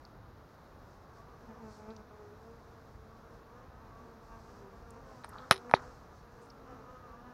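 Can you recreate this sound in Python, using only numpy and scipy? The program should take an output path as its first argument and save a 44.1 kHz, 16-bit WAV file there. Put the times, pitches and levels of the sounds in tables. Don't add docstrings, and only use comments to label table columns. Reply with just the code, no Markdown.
import sys
import numpy as np
from scipy import signal
from scipy.fft import rfft, irfft
from scipy.io import wavfile

SR = 44100
rng = np.random.default_rng(int(sys.argv[2]) if len(sys.argv) > 2 else 0)


def transcribe(signal):
    frames = np.atleast_2d(signal).T
    limited = np.clip(frames, -1, 1)
    pcm = np.round(limited * 32767).astype(np.int16)
    wavfile.write(sys.argv[1], SR, pcm)


N = 323253
TIME = np.arange(N) / SR

# (frequency [Hz], relative density [dB per Hz])
AIR_SPECTRUM = [(20, -17), (35, 0), (65, 1), (120, -1), (190, -7), (330, -9), (700, -10.5), (1250, -12),
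                (1700, -19.5), (2300, -29), (3000, -34), (4000, -30.5), (7000, -41), (7900, -57),
                (9300, -43), (12000, -47.5), (13100, -35), (14000, -47.5), (15500, -44.5)]
# (time [s], level [dB])
RUSTLE_LEVEL = [(0, -80), (.35, -84), (.85, -78), (1, -83), (1.15, -78), (1.6, -85), (1.72, -69.5),
                (2.1, -86), (2.45, -78), (3.8, -85.5), (4.4, -76), (4.7, -81), (5.1, -74), (5.4, -73.5),
                (5.9, -73), (6.2, -78), (7.33, -87)]
# (time [s], level before fading [dB], centre [Hz], sharpness [Q], length [s])
SCRATCHES = [(0.051, -52.5, 4500, 3.3, 0.0039), (1.903, -60, 3860, 2.4, 0.016),
             (1.964, -54, 4610, 1.84, 0.0055), (4.906, -51.5, 7490, 1.4, 0.0028),
             (5.237, -46.5, 1550, 1.5, 0.02), (5.239, -54.5, 4600, 3.4, 0.021),
             (5.244, -54, 8800, 11, 0.011), (5.273, -52.5, 1068, 1.5, 0.61), (5.275, -44.5, 950, 3.6, .012),
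             (5.29, -55, 10300, 2.4, 0.0097), (5.291, -53, 1300, 1.3, .024), (5.332, -63, 1300, 1.3, .007),
             (5.334, -58.5, 4100, 2.3, .005), (5.373, -64.5, 3900, 2.7, 0.11), (5.411, -67, 4600, 2, .005),
             (5.424, -64.5, 4000, 2, .005), (5.696, -58, 8760, 5, 0.005), (5.7375, -37, 3600, 2.7, 0.008),
             (5.745, -38, 4020, 5.5, 0.022), (5.755, -44.5, 1004, 1.3, 0.13),
             (5.762, -39, 1190, 1.3, 0.021), (5.762, -59, 5240, 2.5, 0.017), (5.791, -48, 55.7, 0.75, 0.11),
             (5.7948, -55.5, 5400, 3, 0.0031), (5.802, -62, 5360, 1.6, 0.0034), (5.822, -60, 6500, 1, .003),
             (5.8775, -56, 4110, 3, .004), (6.412, -69, 6760, 1.36, 0.1), (6.501, -54.5, 4980, 3.8, 0.0073)]
# (time [s], level [dB])
CROWD_LEVEL = [(0, -89), (.8, -68.5), (1.3, -60.5), (2.2, -65.5), (3, -71), (3.6, -60), (4.3, -62.5),
               (5.1, -61), (5.8, -57.5), (6.2, -63), (6.8, -62), (7.33, -62)]
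OVERTONE_LEVELS = [-0.5, -0.5, -1, -6.5, -7, -17, -21, -20.5, -20, -19.5]
# (time [s], wingbeat [Hz], octave level [dB])
FLIGHTS = [ (-6, -10, 12, [(.9, 222, -78), (1.15, 218.1, -90), (1.19, 222.6, -75), (1.24, 235.3, -68),
           (1.275, 234.3, -63), (1.305, 220, -72), (1.345, 229.7, -62), (1.42, 219, -76)]),
           (-1, -4, 1.3, [(1.4, 236.3, -67), (1.45, 237.8, -59), (1.5, 226.1, -55), (1.55, 213.6, -62),
           (1.6, 228.9, -57.5), (1.64, 220.7, -56.5), (1.71, 212.6, -61.5), (1.77, 212.9, -61.5),
           (1.81, 208.7, -62), (1.87, 216.3, -59), (1.92, 226.8, -58), (1.98, 214.4, -58.5),
           (2.05, 212, -65), (2.14, 213, -78)]), (-2, -9, 2.9, [(2.3, 212.3, -67), (2.52, 230.9, -62.5),
           (2.62, 225.5, -71), (2.74, 229.4, -67.5), (2.85, 225, -65), (2.95, 219.5, -68),
           (3.05, 223.4, -64), (3.2, 224.6, -65), (3.38, 237.4, -63), (3.52, 221.7, -85)]),
           (-3, -5, 2.7, [(3.7, 225, -79), (4.02, 224.2, -60.5), (4.2, 228, -89), (4.35, 225.6, -61.5),
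           (4.55, 225.4, -75), (4.88, 232.5, -62.5), (5.08, 218.5, -65.5), (5.2, 206.6, -74),
           (5.42, 214.6, -62)]), (-6, -6, 0.92, [(5.53, 240, -65.5), (5.66, 243.2, -54.5),
           (5.92, 249.4, -65.5), (6.03, 244.7, -79), (6.16, 238.3, -65.5), (6.55, 235.2, -67.5)]),
           (-13, -5.5, 8, [(6.62, 237.3, -66), (6.77, 245.4, -68.5), (6.85, 247.6, -64), (6.93, 252, -58),
           (7.02, 251.3, -67), (7.06, 245.9, -58), (7.11, 228.8, -66), (7.18, 236.3, -65),
           (7.25, 251.7, -75), (7.33, 248.8, -62)])]
# (time [s], third harmonic [dB], fourth [dB], fifth [dB])
BEAM = [(1.1, -3, -6, 0), (1.38, -2, -2, -1.5), (1.44, -15, -2, -15), (1.52, 2, 3, -10), (1.55, 2, -6, -10),
        (1.61, -1, 6, -12), (1.68, 0, -2, 5), (1.76, -3, -4, -2), (1.82, 6.5, 8, -1), (1.94, -2, -1.5, -15),
        (1.99, -2, -4, -3), (2.2, -1, -2.5, -3.5), (6.6, -1.5, -2.5, -2), (6.95, -2, 4, 1),
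        (7.12, 3, -5.5, 1.5), (7.33, 7, -7, -1)]
# (time nearest [s], half length [s], first wingbeat [Hz], last wingbeat [Hz],
# octave [dB], fundamental [dB], overtones [dB], lead of the fifth harmonic [dB])
DARTS = [(1.575, 0.0307, 208, 243, -74, -69.5, -73, 13), (2.22, 0.088, 210.9, 208.2, -54, -72, -65.5, -18),
         (3.18, 0.082, 226, 228.7, -73, -75, -80, 14.5), (3.96, 0.12, 221.5, 232.8, -79, -81, -74, 11.5),
         (4.1, 0.0995, 255.5, 207, -63.5, -59, -82, 8), (4.333, 0.047, 233.2, 228, -68, -78, -66.5, 6.5),
         (4.625, 0.14, 203.8, 191.3, -62, -64, -77, 2), (5.052, .12, 260, 270.5, -65, -66, -70, -2),
         (6.708, .04, 261.3, 239.3, -60, -74, -64, -3), (6.721, 0.19, 275, 260.7, -72, -61, -76, 10),
         (6.92, .04, 266.1, 254.2, -61, -80.5, -71, -11), (7.28, 0.1012, 238.3, 258.2, -69, -57.5, -67, 1)]
# (time [s], level [dB], top of the push [Hz], favoured by the struck spot [Hz], favoured by [dB])
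KNOCKS = [(5.237, -47, 4700, 4200, -3), (5.2447, -39.5, 10000, 1080, 15), (5.355, -32.5, 1724, 1200, 0),
          (5.3609, -33, 1710, 1110, 0), (5.384, -45.5, 4600, 4100, 6.5), (5.51005, -1.5, 1700, 600, 5),
          (5.5108, -2.8, 14540, 1330, -1), (5.5162, -24, 14600, 9600, 1), (5.5598, -34.5, 6500, 4500, -16),
          (5.5647, -37, 10500, 4030, -14.5), (5.5782, -40, 13500, 4000, -6),
          (5.696, -32.5, 2540, 1300, -3.5), (5.7123, -32.5, 9800, 1000, 14), (5.738, 1.5, 2710, 555, 2)]
# (frequency [Hz], level [dB], decay by 60 dB [s])
CASE_MODES = [(125, -18, .026), (270, -12, .012), (540, -9.5, .008), (850, -9, .010), (1280, -11, .014),
              (1700, -7, .006), (2400, -8, .005), (3100, -10, .007), (3950, -5, .007), (5300, -8, .007),
              (9450, -9, .005), (12400, -24, .004), (14400, -25, .004), (385, -36, .36), (1281, -48, .23),
              (3779, -32, .1), (335, -25, .025), (925, -20, .025)]
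# (frequency [Hz], sharpness [Q])
CASE_DIPS = [(2790, 26), (4680, 20), (7900, 7.2)]
# (delay [s], level against the knock [dB], centre [Hz], sharpness [Q], length [s])
KNOCK_TAIL = [(.001, -23, 1000, 0.55, .022), (.002, -26, 3700, 1.3, 0.023), (0.002, -33, 9600, 3.2, 0.023),
              (.022, -50, 1110, 1.8, 0.073)]

AIR_DB = -55
CLOSE_DB, HUM_GROWTH, RASP_GROWTH = -63.5, 1.94, 0.56
FLUTTER_DB, FLUTTER_PER_S = 2.8, 28
PUSH_LOW_HZ, LIGHTER_DB_PER_OCTAVE = 59.6, 12
TAIL_DB_PER_OCTAVE = 7
TOP_HZ = 15750


def undb(db):
    return 10 ** (np.asarray(db) / 20)


def unit(x):
    return x / np.sqrt(np.mean(x ** 2))


def curve(rows):
    s, *columns = np.transpose(rows)
    return [np.interp(TIME, s, c) for c in columns]


def gain_at(hz, spectrum):
    f, db = np.transpose(spectrum)
    return undb(np.interp(np.log(hz + 1e-3), np.log(f), db))


def band(x, hz, q):
    b, a = signal.iirpeak(min(hz, .45 * SR), q, fs=SR)
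    return signal.lfilter(b, a, signal.lfilter(b, a, x))


def walk(rate, size=N):
    place = np.arange(size) * rate / SR + rng.random()
    step = place.astype(int)
    knots = rng.standard_normal(1024)
    ease = (1 - np.cos(np.pi * (place - step))) / 2
    return knots[step % 1024] * (1 - ease) + knots[(step + 1) % 1024] * ease


def add(out, s, x):
    i = int(s * SR)
    out[i:i + len(x)] += x[:N - i]


def air(flicker_db=0.525, gust_db=2):
    hz = np.arange(N // 2 + 1) * SR / N
    noise = rfft(rng.standard_normal(N)) * gain_at(hz, AIR_SPECTRUM)
    bass_share = 1 / (1 + (hz / 150) ** 4)
    bass = irfft(noise * bass_share, N) * undb(gust_db * walk(8))
    treble = irfft(noise * (1 - bass_share), N) * undb(flicker_db * walk(20))
    return unit(bass + treble) * undb(AIR_DB)


def grains(size):
    return rng.standard_normal(size) * undb(3 * rng.standard_normal(size))


def grain_bursts(rows, slip_db=3.5, slip_rate=500):
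    out, size = np.zeros(N), SR // 2
    for s, db, hz, q, length in rows:
        t = TIME[:size] / length
        spurts = grains(size) * undb(slip_db * walk(slip_rate, size))
        edges = np.clip(hz * np.exp(np.array([-.5, .5]) / q), 10, .45 * SR)
        burst = signal.sosfilt(signal.butter(3, edges, "band", fs=SR, output="sos"), spurts)
        fade = np.minimum(t * 10, 1) * np.exp(-2 * t)
        add(out, s, undb(db) * unit(burst) * fade)
    return out


def scratches(spurt_db=3.0):
    rustle = unit(band(grains(N), 5280, 1.7))
    rustle_db = curve(RUSTLE_LEVEL)[0] + spurt_db * walk(12)
    return rustle * undb(rustle_db) + grain_bursts(SCRATCHES)


def wings(hz, first_db, octave_db, rasp_db, fifth_db, beam_db=(0, 0, 0),
          waver=0.007, turn_db=2.0, sway_db=2.5, swish_db=-16):
    size = len(hz)
    phase = 2 * np.pi * np.cumsum(hz * (1 + waver * walk(35.12, size))) / SR
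    tone = undb(first_db) * np.sin(phase)
    octave_gain = undb(octave_db + sway_db * walk(9.45, size))
    tone += octave_gain * np.sin(2 * phase + 2 * np.pi * rng.random())
    lead_db = {3: beam_db[0], 4: beam_db[1], 5: fifth_db + beam_db[2]}
    for k, db in enumerate(OVERTONE_LEVELS, 3):
        gain = undb(rasp_db + db + lead_db.get(k, 0) + turn_db * walk(8.62, size))
        tone += gain * np.sin(k * phase + 2 * np.pi * rng.random())
    swish = unit(band(rng.standard_normal(size), 5730, 3.4) * np.sin(phase) ** 2)
    flutter = unit(undb(FLUTTER_DB * walk(FLUTTER_PER_S, size)))
    return np.sqrt(2) * tone * flutter + swish * undb(rasp_db + swish_db)


def dart(half, from_hz, to_hz, octave_db, first_db, rasp_db, fifth_db, wander=.01):
    along = np.linspace(-2, 2, int(4 * half * SR))
    hz = np.interp(along, [-1.5, 1.5], [from_hz, to_hz])
    hz = hz * (1 + wander * walk(11.16, len(along)))
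    return wings(hz, first_db, octave_db, rasp_db, fifth_db) * np.cos(along * np.pi / 4) ** 2


def crowd(centre_hz=228, spread=.075, glide=0.0397, half_s=.06, scatter_db=2,
          octave_db=3, first_db=0, rasp_db=-1, fifth_db=2.0, count=110):
    out = np.zeros(N)
    for i, (pitch, slope, length, size, fifth) in enumerate(rng.standard_normal((count, 5))):
        hz = centre_hz * np.exp(spread * pitch + glide * slope * np.array([-1, 1]))
        half = half_s * np.exp(.25 * length)
        tone = dart(half, *hz, octave_db, first_db, rasp_db, fifth_db + 2 * fifth)
        start = (i + rng.random()) / count * N / SR
        add(out, start, tone * undb(scatter_db * size))
    return unit(out) * undb(curve(CROWD_LEVEL)[0])


def flight(path, hum_db, rasp_db, fifth_db):
    near = (TIME >= path[0][0]) & (TIME <= path[-1][0])
    hz, octave_db = (c[near] for c in curve(path))
    beam_db = [c[near] for c in curve(BEAM)]
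    closeness = octave_db - CLOSE_DB
    first_db = CLOSE_DB + hum_db + HUM_GROWTH * closeness
    overtones_db = CLOSE_DB + rasp_db + RASP_GROWTH * closeness
    out = np.zeros(N)
    out[near] = wings(hz, first_db, octave_db, overtones_db, fifth_db, beam_db)
    out[near] *= signal.windows.tukey(near.sum(), .04)
    return out


def darts():
    out = np.zeros(N)
    for s, half, *tone in DARTS:
        add(out, s - 2 * half, dart(half, *tone))
    return out


def case_dips(x):
    for hz, q in CASE_DIPS:
        b, a = signal.iirnotch(hz, q, fs=SR)
        x = signal.lfilter(b, a, signal.lfilter(b, a, x))
    return x


def knocks(spot_q=0.71, choke=90, size=221):
    t = TIME[:SR // 2]
    ring = np.zeros(len(t))
    for k, (hz, db, t60) in enumerate(CASE_MODES):
        decay = np.exp(-np.log(1000) * t / t60)
        ring += (-1) ** k * undb(db) * np.sin(2 * np.pi * hz * t) * decay
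    ring = case_dips(ring)
    out = np.zeros(N)
    for s, db, high_hz, spot_hz, spot_db in KNOCKS:
        low_hz = min(PUSH_LOW_HZ * 2 ** (-db / LIGHTER_DB_PER_OCTAVE), high_hz / 2)
        push = signal.firwin(size, min(high_hz, .45 * SR), fs=SR)
        light = signal.butter(2, low_hz, "high", fs=SR, output="sos")
        struck = ring + undb(spot_db) * band(ring, spot_hz, spot_q)
        held = np.exp(-t * choke * (2000 / high_hz) ** 2)
        knock = np.convolve(signal.sosfilt(light, struck * held), push)
        add(out, s - size / 2 / SR, undb(db) * knock)
    return out


def knock_tails(hard_hz=12000):
    rows = []
    for s, db, high_hz, *_ in KNOCKS:
        softness_db = TAIL_DB_PER_OCTAVE * np.log2(high_hz / hard_hz)
        for delay, rel_db, hz, q, length in KNOCK_TAIL:
            dulling_db = 10 * np.log10(1 + (hz / high_hz / 2) ** 4)
            rows.append((s + delay, db + rel_db + softness_db - dulling_db, hz, q, length))
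    return case_dips(grain_bursts(rows))


def scene():
    far = air() + crowd()
    bees = darts()
    for hum_db, rasp_db, fifth_db, path in FLIGHTS:
        bees += flight(path, hum_db, rasp_db, fifth_db)
    contacts = scratches() + knocks() + knock_tails()
    return (far + bees + contacts)[None]


def record(dry):
    return signal.sosfilt(signal.ellip(8, .2, 70, TOP_HZ, fs=SR, output="sos"), dry)


dry = scene()
out = record(dry)
transcribe(out)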